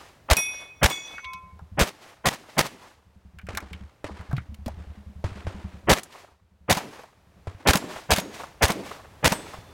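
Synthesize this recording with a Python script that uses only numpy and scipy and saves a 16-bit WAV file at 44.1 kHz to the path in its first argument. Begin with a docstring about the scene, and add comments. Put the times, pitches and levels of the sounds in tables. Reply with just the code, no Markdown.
"""Pistol shots, then shotgun blasts, crack close by at an outdoor range with earth banks that answer them.
Steel plates ring as sums of fading sine tones; gear handled at a plastic barrel clacks as shaped noise.
Single shots boom in the next bay, strings of automatic fire thud far away, and a faint open-air hush
lies under it all. Roars and echoes are filtered noise; booms and thuds are low sine tones."""
import sys
import numpy as np
from scipy.fft import rfft, irfft, next_fast_len
from scipy.io import wavfile
from scipy.ndimage import uniform_filter1d, map_coordinates

SR = 44100
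rng = np.random.default_rng(int(sys.argv[2]) if len(sys.argv) > 2 else 0)


def store_wav(level_fs):
    """Save 16-bit WAV to argv[1]."""
    pcm = np.round(np.clip(np.atleast_2d(level_fs), -1, 1) * 32767)
    wavfile.write(sys.argv[1], SR, pcm.T.astype(np.int16))


N = 429082  # length of the scene in samples

# near shots: (time [s], roar level [dB], boom level [dB], boom pitch [Hz], extra hold [s],
# near echoes over the roar [dB], far echoes over the roar [dB], rumble over the roar [dB])
SHOTS = [(-.235, -25.5, -12, 65, 0.001, 6, -3, -35.5), (0.301, -19.5, -8, 62.85, 0.0015, -1.5, -5, -42),
         (0.83, -18, -10, 66.4, 0.0011, -5, -6.5, -37.5), (1.788, -19.5, -13.5, 54.6, .014, -7, -5, -40),
         (2.256, -21, -27, 63.3, 0.0016, -5, -5, -33), (2.58, -20.5, -28, 63.5, 0.001, -3.5, -9, -30),
         (5.888, -17, -13.5, 57.3, .016, -11.5, -6, -38), (6.697, -18.5, -18, 95.6, 0.001, -1, -7.5, -22.5),
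         (7.67, -17, -11.5, 67.6, 0.008, 1, 1, -16.5), (8.106, -18.5, -15, 69.6, 0.001, -2, 2.5, -19),
         (8.622, -18.5, -12.5, 75.2, 0.0032, 0.5, 1.5, -15.5),
         (9.243, -18.5, -18, 78, 0.0041, 0.5, -3, -19.5)]


def amp(db):
    """Turns decibels into a plain multiplier."""
    return 10 ** (np.asarray(db) / 20)


def along(points, hz):
    """Reads a curve of (Hz, value) points, spaced by pitch (log frequency)."""
    f, v = np.transpose(points)
    return np.interp(np.log(hz + 1), np.log(f + 1), v)


def noise(gain, seconds):
    """Noise of rms 1 whose strength at each frequency follows gain(Hz)."""
    length = round(seconds * SR)
    m = next_fast_len(length)
    spectrum = rfft(rng.standard_normal(m)) * gain(np.fft.rfftfreq(m, 1 / SR))
    x = irfft(spectrum, m)[:length]
    return x / np.std(x)


def ring(t, hz, t60, attack):
    """A sine that starts at t = 0, swells over about attack seconds and fades 60 dB in t60 seconds."""
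    t = np.maximum(t, 0)
    return np.sin(2 * np.pi * hz * t) * amp(-60 * t / t60) * (1 - np.exp(-t / attack))


def lumps(rate, depth_db):
    """One second of gain that wanders at random, with rate random points a second."""
    points = rng.standard_normal(int(rate) + 4)
    return amp(depth_db * map_coordinates(points, [np.arange(SR) * int(rate) / SR]))


def arrivals(t, rows):
    """Gain for each level column: a sum of peaks that rise and fall by 60 dB in the given times."""
    total = 0
    for s, rise, fall, *db in rows:
        distance = np.where(t < s, (s - t) / rise, (t - s) / fall)
        total = total + amp(np.c_[db] - 60 * distance)
    return total


def add(track, s, sound):
    """Mixes a sound into the track at second s, cutting whatever falls outside."""
    at = round(s * SR)
    part = sound[max(-at, 0):][:N - max(at, 0)]
    track[max(at, 0):][:len(part)] += part


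def shots():
    """The blast roars in several arrivals with a short low boom; then the banks scatter echoes and rumble."""
    # ways the blast arrives: direct, off the ground, off the shelter, scattered close by:
    # (time after the crack [s], 60 dB rise [s], 60 dB fall [s], mids level [dB], treble level [dB])
    blast = [(0, 0.05, .09, -2, -3), (.012, .04, .07, 0.5, 0), (.031, .025, .018, -4.5, -2),
             (.088, 0.41, .055, -19.5, -17)]
    # echoes off the side banks, then off the end banks; same columns as the blast
    near_banks = [(0.084, 0.205, 0.062, -11.5, -17.5), (0.104, 0.303, 0.63, -25.5, -24.5)]
    far_banks = [(.24, 0.087, .25, -28.5, -29), (0.303, 0.25, 0.44, -28, -31)]
    # tone of the roar's mids, of its treble, and of the echoes' mids: (frequency [Hz], relative level [dB])
    mids_tone = [(76, -30.5), (130, -2.5), (337, -13.5), (581, -5.5), (874, -8.5), (1880, -16),
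                 (3250, -26.5), (5500, -120)]
    treble_tone = [(1060, -13.5), (1800, -2.5), (6350, -10.5), (10300, -16), (15900, -22), (16500, -46.5)]
    echo_tone = [(60, -17), (150, -12.5), (600, -3.5), (1100, -3.5), (2500, -20.5), (4000, -43.5)]
    air_db = -3.5  # treble change of the echoes at 10 kHz, growing with frequency

    def mids(hz):
        return amp(along(mids_tone, hz))

    def treble(hz):
        return amp(along(treble_tone, hz))

    def echo_mids(hz):
        return amp(along(echo_tone, hz))

    def echo_treble(hz):
        return treble(hz) * amp(air_db * hz / 10000)

    def low_mids(hz):
        return (hz / (260 + hz * hz / 260)) ** 3  # a broad hump at 260 Hz

    out = np.zeros(N)
    t = np.arange(SR) / SR - .03  # starts just ahead of the crack
    near = arrivals(t, near_banks) * (t > 0)
    far = arrivals(t, far_banks)
    fade_in = np.clip((t + 0.019) / 0.0078, 0, 1)
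    for s, db, boom_db, boom_hz, hold, near_db, far_db, rumble_db in SHOTS:
        # a bigger charge stays loud for longer and sounds fuller
        held = t - np.clip(t, 0, hold)
        full = noise(mids, 1) + 40 * hold * noise(low_mids, 1)
        roar = arrivals(held, blast)[0] * fade_in * full
        # its treble comes later, all at once, and is weaker
        late = np.minimum(t - 0.39 * hold, np.maximum(held, 0))
        treble_gain = arrivals(late, blast)[1] * (late >= 0) * amp(-110 * hold)
        roar += treble_gain * noise(treble, 1)

        # uneven ground and trees return the mids in separate lumps
        banks = amp(near_db) * near + amp(far_db) * far
        echo = banks[0] * noise(echo_mids, 1) * lumps(90, 4)
        echo += banks[1] * noise(echo_treble, 1) * lumps(150, 0.66)
        rumble_gain = amp(rumble_db - 60 * np.abs(t - .15) / 0.45) * (t > 0)
        echo += rumble_gain * noise(low_mids, 1) * lumps(50, 2.5)
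        # one clear slap off the far bank
        echo += amp(rumble_db - ((t - .297) / 0.0024) ** 2) * noise(echo_mids, 1)

        boom = np.sin(2 * np.pi * boom_hz * (t - .011)) * np.exp(-((held - .02) / 0.0092) ** 2)
        add(out, s + t[0], amp(db) * (roar * lumps(400, 2.4) + echo) + amp(boom_db) * boom)
    return out


def plates():
    """A struck steel plate cracks, then rings at its own pitches, which flutter as the plate swings."""
    # strikes, the second plate falling and bouncing:
    # (time [s], level [dB], tilt around 4 kHz [dB per octave], attack [s])
    hits = [(.368, -23, -1.1, 0.00085), (.900, -30.5, 7.5, 0.0065), (1.228, -56, -18, 0.048)]
    # which plate each strike meets: (plate index)
    struck = [0, 1, 1]
    # ringing tones of two steel plates, one list each: (frequency [Hz], level [dB], 60 dB fade [s])
    plate_tones = [
        [(2213, -10.5, 0.9), (2517, 0, 0.71), (3450, -11, .8), (5715, -1, 0.59), (8300, -10.5, 0.32),
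         (10555, -5, 0.5), (11044, -5, .4), (12540, -13, .3)],
        [(1035, -11, 1.4), (1351, -24, 1.2), (2216, -2, 1.8), (2219, -2, 1.8), (2540, -3, 1.2), (3386, 0, .7),
         (3451, 1, 0.6), (6080, -21.5, 1.3), (4620, -20, 0.97), (5750, -10, 0.55), (6907, -13, 0.52),
         (8270, -15, 0.3)],
    ]
    landed_s = 1.378  # the loose plates come to rest in the dirt, which damps them
    out, t = np.zeros(N), np.arange(SR) / SR

    def pair(hz, t60, attack):
        """Two tones very close in pitch, which beat against each other."""
        partner_hz = hz * (1 + rng.uniform(.003, .009))
        partner_gain = .4 * min(hz / 3000, 1)
        return ring(t, hz, t60, attack) + partner_gain * ring(t, partner_hz, t60, attack)

    for (s, db, tilt_db, attack), which in zip(hits, struck):
        dirt_time = np.maximum(s + t - landed_s, 0)
        tones = np.zeros(len(t))
        for hz, level, t60 in plate_tones[which]:
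            tone_db = level + tilt_db * np.log2(hz / 4000) - hz / 15 * dirt_time
            swing_db = 4.5 * np.minimum(t / .15, 1) * min(hz / 3000, 1)  # low tones flutter less
            tones += amp(tone_db) * lumps(25, swing_db) * pair(hz, t60, attack)
        # many faint upper tones shimmer
        for hz in rng.uniform(6000, 15500, 12):
            tones += amp(-22 - 300 * attack) * pair(hz, .3, attack)
        # softer contact, weaker crack
        crack = amp(7 - 300 * attack - 60 * t / 0.022) * rng.standard_normal(len(t))
        add(out, s, amp(db) * (tones + crack))
    return out


def pings():
    """Small plates hit by shot charges ring briefly, their low tones longest."""
    # plates rung: (time [s], tones as a list of (frequency [Hz], level [dB]))
    small_plates = [(7.76, [(7553, -45), (11150, -42)]), (8.186, [(6584, -45.5)]), (9.322, [(3515, -52.5),
                    (4226, -56), (6309, -53), (7946, -39), (8656, -37.5), (13300, -40)])]
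    out, t = np.zeros(N), np.arange(SR) / SR
    for s, modes in small_plates:
        for hz, db in modes:
            t60 = .4 * (8000 / hz) ** 2  # four times as long an octave lower
            add(out, s, amp(db) * lumps(25, 1.5) * ring(t, hz, t60, .004))
    return out


def clack(track, s, body_db, centre_hz, tick_db, hollow_db=0):
    """A short clack: a bright tick, and noise ringing in two broad resonances with a rattling level."""
    t = np.arange(SR // 4) / SR
    tick_t60, body_t60 = 0.03, 0.07  # s
    overtone, hollow_hz = 1.55, 750  # second resonance over the first; spacing of a hollow's resonances [Hz]

    def tick_tone(hz):
        return hz / (2500 + hz * hz / 2500)

    def peak(hz, middle_hz):
        return 1 / (1 + ((hz - middle_hz) / (0.2 * middle_hz)) ** 2)

    def body_tone(hz):
        resonances = peak(hz, centre_hz) + 0.7 * peak(hz, overtone * centre_hz)
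        return resonances * amp(hollow_db * np.cos(2 * np.pi * hz / hollow_hz))

    tick = amp(tick_db - 60 * t / tick_t60) * noise(tick_tone, 1 / 4)
    body = amp(body_db - 60 * t / body_t60) * noise(body_tone, 1 / 4)
    add(track, s, tick + body * lumps(180, 1.7)[:len(t)])


def knock(track, s, db, hz, t60):
    """A dull knock: one low sine that fades quickly."""
    t = np.arange(SR // 4) / SR
    add(track, s, amp(db) * ring(t, hz, t60, 0.00074))


def shot_charges():
    """The gun's action slams, then the charge strikes steel, knocks the stand and may splash off as lead."""
    # charges striking steel: (strike time [s], strike level [dB], action level [dB])
    charges = [(6.772, -30, -37.5), (7.756, -21, -24), (8.184, -26.5, -28.5), (8.704, -27, -32),
               (9.322, -24, -40)]
    out = np.zeros(N)
    for s, strike_db, action_db in charges:
        clack(out, s - .022, action_db, 1500, action_db + 8)
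        clack(out, s, strike_db, 634, strike_db + 5)
        knock(out, s - .003, strike_db + 9.5, 190, 0.053)  # the stand
    for s, strike_db, _ in charges[1:4]:
        clack(out, s + 0.015, strike_db - 11.5, 7000, strike_db)  # lead splashing off the plate
    return out


def clacks():
    """Short noise bursts: falling plates, cases, the action, two dull far echoes, and gear at the barrel."""
    # falling plates, cases and the action; also dull far echoes of two shotgun blasts at 7.036 and 8.435 s:
    # (time [s], body level [dB], body centre [Hz], tick level [dB])
    clacks_and_echoes = [(1.181, -34, 1400, -57.5), (1.244, -37.5, 2266, -57), (1.334, -44.5, 3470, -40),
                         (1.592, -43, 900, -61), (4.661, -46, 3020, -39.5), (6.033, -41, 6700, -39),
                         (7.036, -41.5, 680, -59), (8.172, -36, 6000, -25), (8.435, -31.5, 820, -46)]
    # gear handled at the hollow barrel and holster; same columns
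    handled_gear = [(3.387, -40, 1500, -49.5), (3.415, -50, 1600, -62.5), (3.468, -43.5, 1510, -50),
                    (3.55, -36, 1500, -38), (3.573, -25, 1120, -22.5), (3.604, -43, 1450, -45.5),
                    (3.731, -35, 2020, -46), (4.211, -40, 1050, -54.5), (4.313, -36, 997, -52),
                    (4.33, -33, 724, -50.5), (4.367, -38.5, 2320, -49), (4.38, -35.5, 1290, -52),
                    (4.544, -54, 1970, -45.5), (4.68, -32, 620, -39.5)]
    out = np.zeros(N)
    for row in clacks_and_echoes:
        clack(out, *row)
    for row in handled_gear:
        clack(out, *row, hollow_db=3)
    return out


def knocks():
    """The barrel and gear set down give dull ringing knocks."""
    # knocks: (time [s], level [dB], frequency [Hz], 60 dB fade [s])
    set_down = [(4.332, -14.5, 134.4, 0.14), (4.38, -18, 125, 0.066), (4.664, -22, 228, 0.067),
                (9.586, -29, 104, 0.05)]
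    out = np.zeros(N)
    for row in set_down:
        knock(out, *row)
    return out


def next_bay():
    """Shots behind a bank: a dull crack, a low boom that returns off the bank, and a rolling noise tail."""
    # shots in the next bay: (time [s], crack and tail level [dB], boom level [dB])
    bay_shots = [(3.487, -25, -28.5), (4.043, -23.5, -31), (4.661, -31, -22.5), (5.241, -22.5, -15.5),
                 (5.468, -26.5, -19.5), (7.471, -30, -22)]
    # tone of the tail: (frequency [Hz], relative level [dB])
    tail_tone = [(150, -32), (250, -1), (525, -5), (995, -6), (2120, -11.5), (8880, -30.5), (14000, -47.5)]
    # how each shot arrives: crack, roll, nearer bank, far bank:
    # (time after the shot [s], 60 dB rise [s], 60 dB fall [s], level [dB])
    roll_arrivals = [(0, .001, 0.039, -12.5), (.001, 0.00091, 0.39, -16), (.135, .12, .4, -26),
                     (.3, 1, 0.77, -29)]
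    out, t = np.zeros(N), np.arange(SR) / SR

    def boom(t):
        return ring(t, 92.4, 0.099, 0.00059)

    booms = boom(t - .004) + amp(-11.5) * boom(t - 0.077)  # direct, then off the nearer bank
    crack = 2.0 * ring(t, 570, 0.012, 0.00017)
    for s, db, boom_db in bay_shots:
        roll = noise(lambda hz: amp(along(tail_tone, hz)), 1)
        # lows and highs come back in lumps of their own
        lows = uniform_filter1d(roll, size=25)
        highs = roll - lows
        tail = arrivals(t, roll_arrivals)[0] * (lows * lumps(80, 3.2) + highs * lumps(200, 2.4))
        add(out, s, amp(db) * (tail + crack) + amp(boom_db) * booms)
    return out


def automatic_fire():
    """Only the bass of the far rounds arrives, once direct and once off a bank; no two are quite alike."""
    # strings of fire: (first round [s], last round [s], full level [dB])
    strings = [(1.158, 1.719, -31), (2.974, 3.808, -31.5), (4.103, 5.836, -30.5), (6.326, 6.61, -37.5),
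               (7.178, 7.364, -34)]
    # low tones of one round: (frequency [Hz], level [dB], 60 dB fade [s]), the first two varied at random
    thud_tones = [(76, 3.5, 0.13), (187.4, -3.5, 0.11)]
    round_s = .095  # roughly the time from round to round
    # after a near shot the thuds are faint and swell back
    return_s, return_db_per_s = 0.86, 39.5
    out, t = np.zeros(N), np.arange(SR // 4) / SR

    def thud(t, u):
        total = 0
        for k, (hz, db, t60) in enumerate(thud_tones):
            varied_hz = hz * (1 + .07 * u[k + 2])
            total = total + amp(db + 3.5 * u[k]) * ring(t, varied_hz, t60, 0.0073)
        return total

    for first, last, db in strings:
        rounds = np.linspace(first, last, round((last - first) / round_s) + 1)
        for s in rounds:
            u = rng.standard_normal(8)  # the chance differences of this round
            since = min(s - shot[0] for shot in SHOTS if shot[0] < s)
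            level_db = db - return_db_per_s * max(return_s - since, 0)
            both = thud(t, u[:4]) + .5 * thud(t - .029, u[4:])
            add(out, s - .003 + .004 * u[3], amp(level_db) * both)
    return out


def air():
    """The open-air hush: faint filtered noise whose level slowly rises and sinks."""
    # tone of the hush: (frequency [Hz], relative level [dB])
    hush_tone = [(22, -29), (40, -4), (90, 2), (200, -11), (700, -11.5), (16000, -39)]
    # loudness of the hush: (time [s], level [dB])
    hush_level = [(0, -56.5), (3.099, -64), (5.8, -56.5), (6.399, -70), (7.604, -56.5), (9.73, -49)]
    level_db = np.interp(np.arange(N) / SR, *np.transpose(hush_level))
    return amp(level_db) * noise(lambda hz: amp(along(hush_tone, hz)), N / SR)


def scene():
    """Adds up all the sources into one channel."""
    steel = plates() + pings() + shot_charges()
    gear = clacks() + knocks()
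    distance = next_bay() + automatic_fire() + air()
    return (shots() + steel + gear + distance)[None]


def record(dry):
    """Softly squashes the peaks, then removes everything from 16 kHz up."""
    soft = dry / (1 + np.abs(dry / .52) ** 5) ** (1 / 5)
    m = next_fast_len(N + SR // 2)
    kept = np.fft.rfftfreq(m, 1 / SR) < 16000
    return irfft(rfft(soft, m) * kept, m)[..., :N]


dry = scene()
out = record(dry)
store_wav(out)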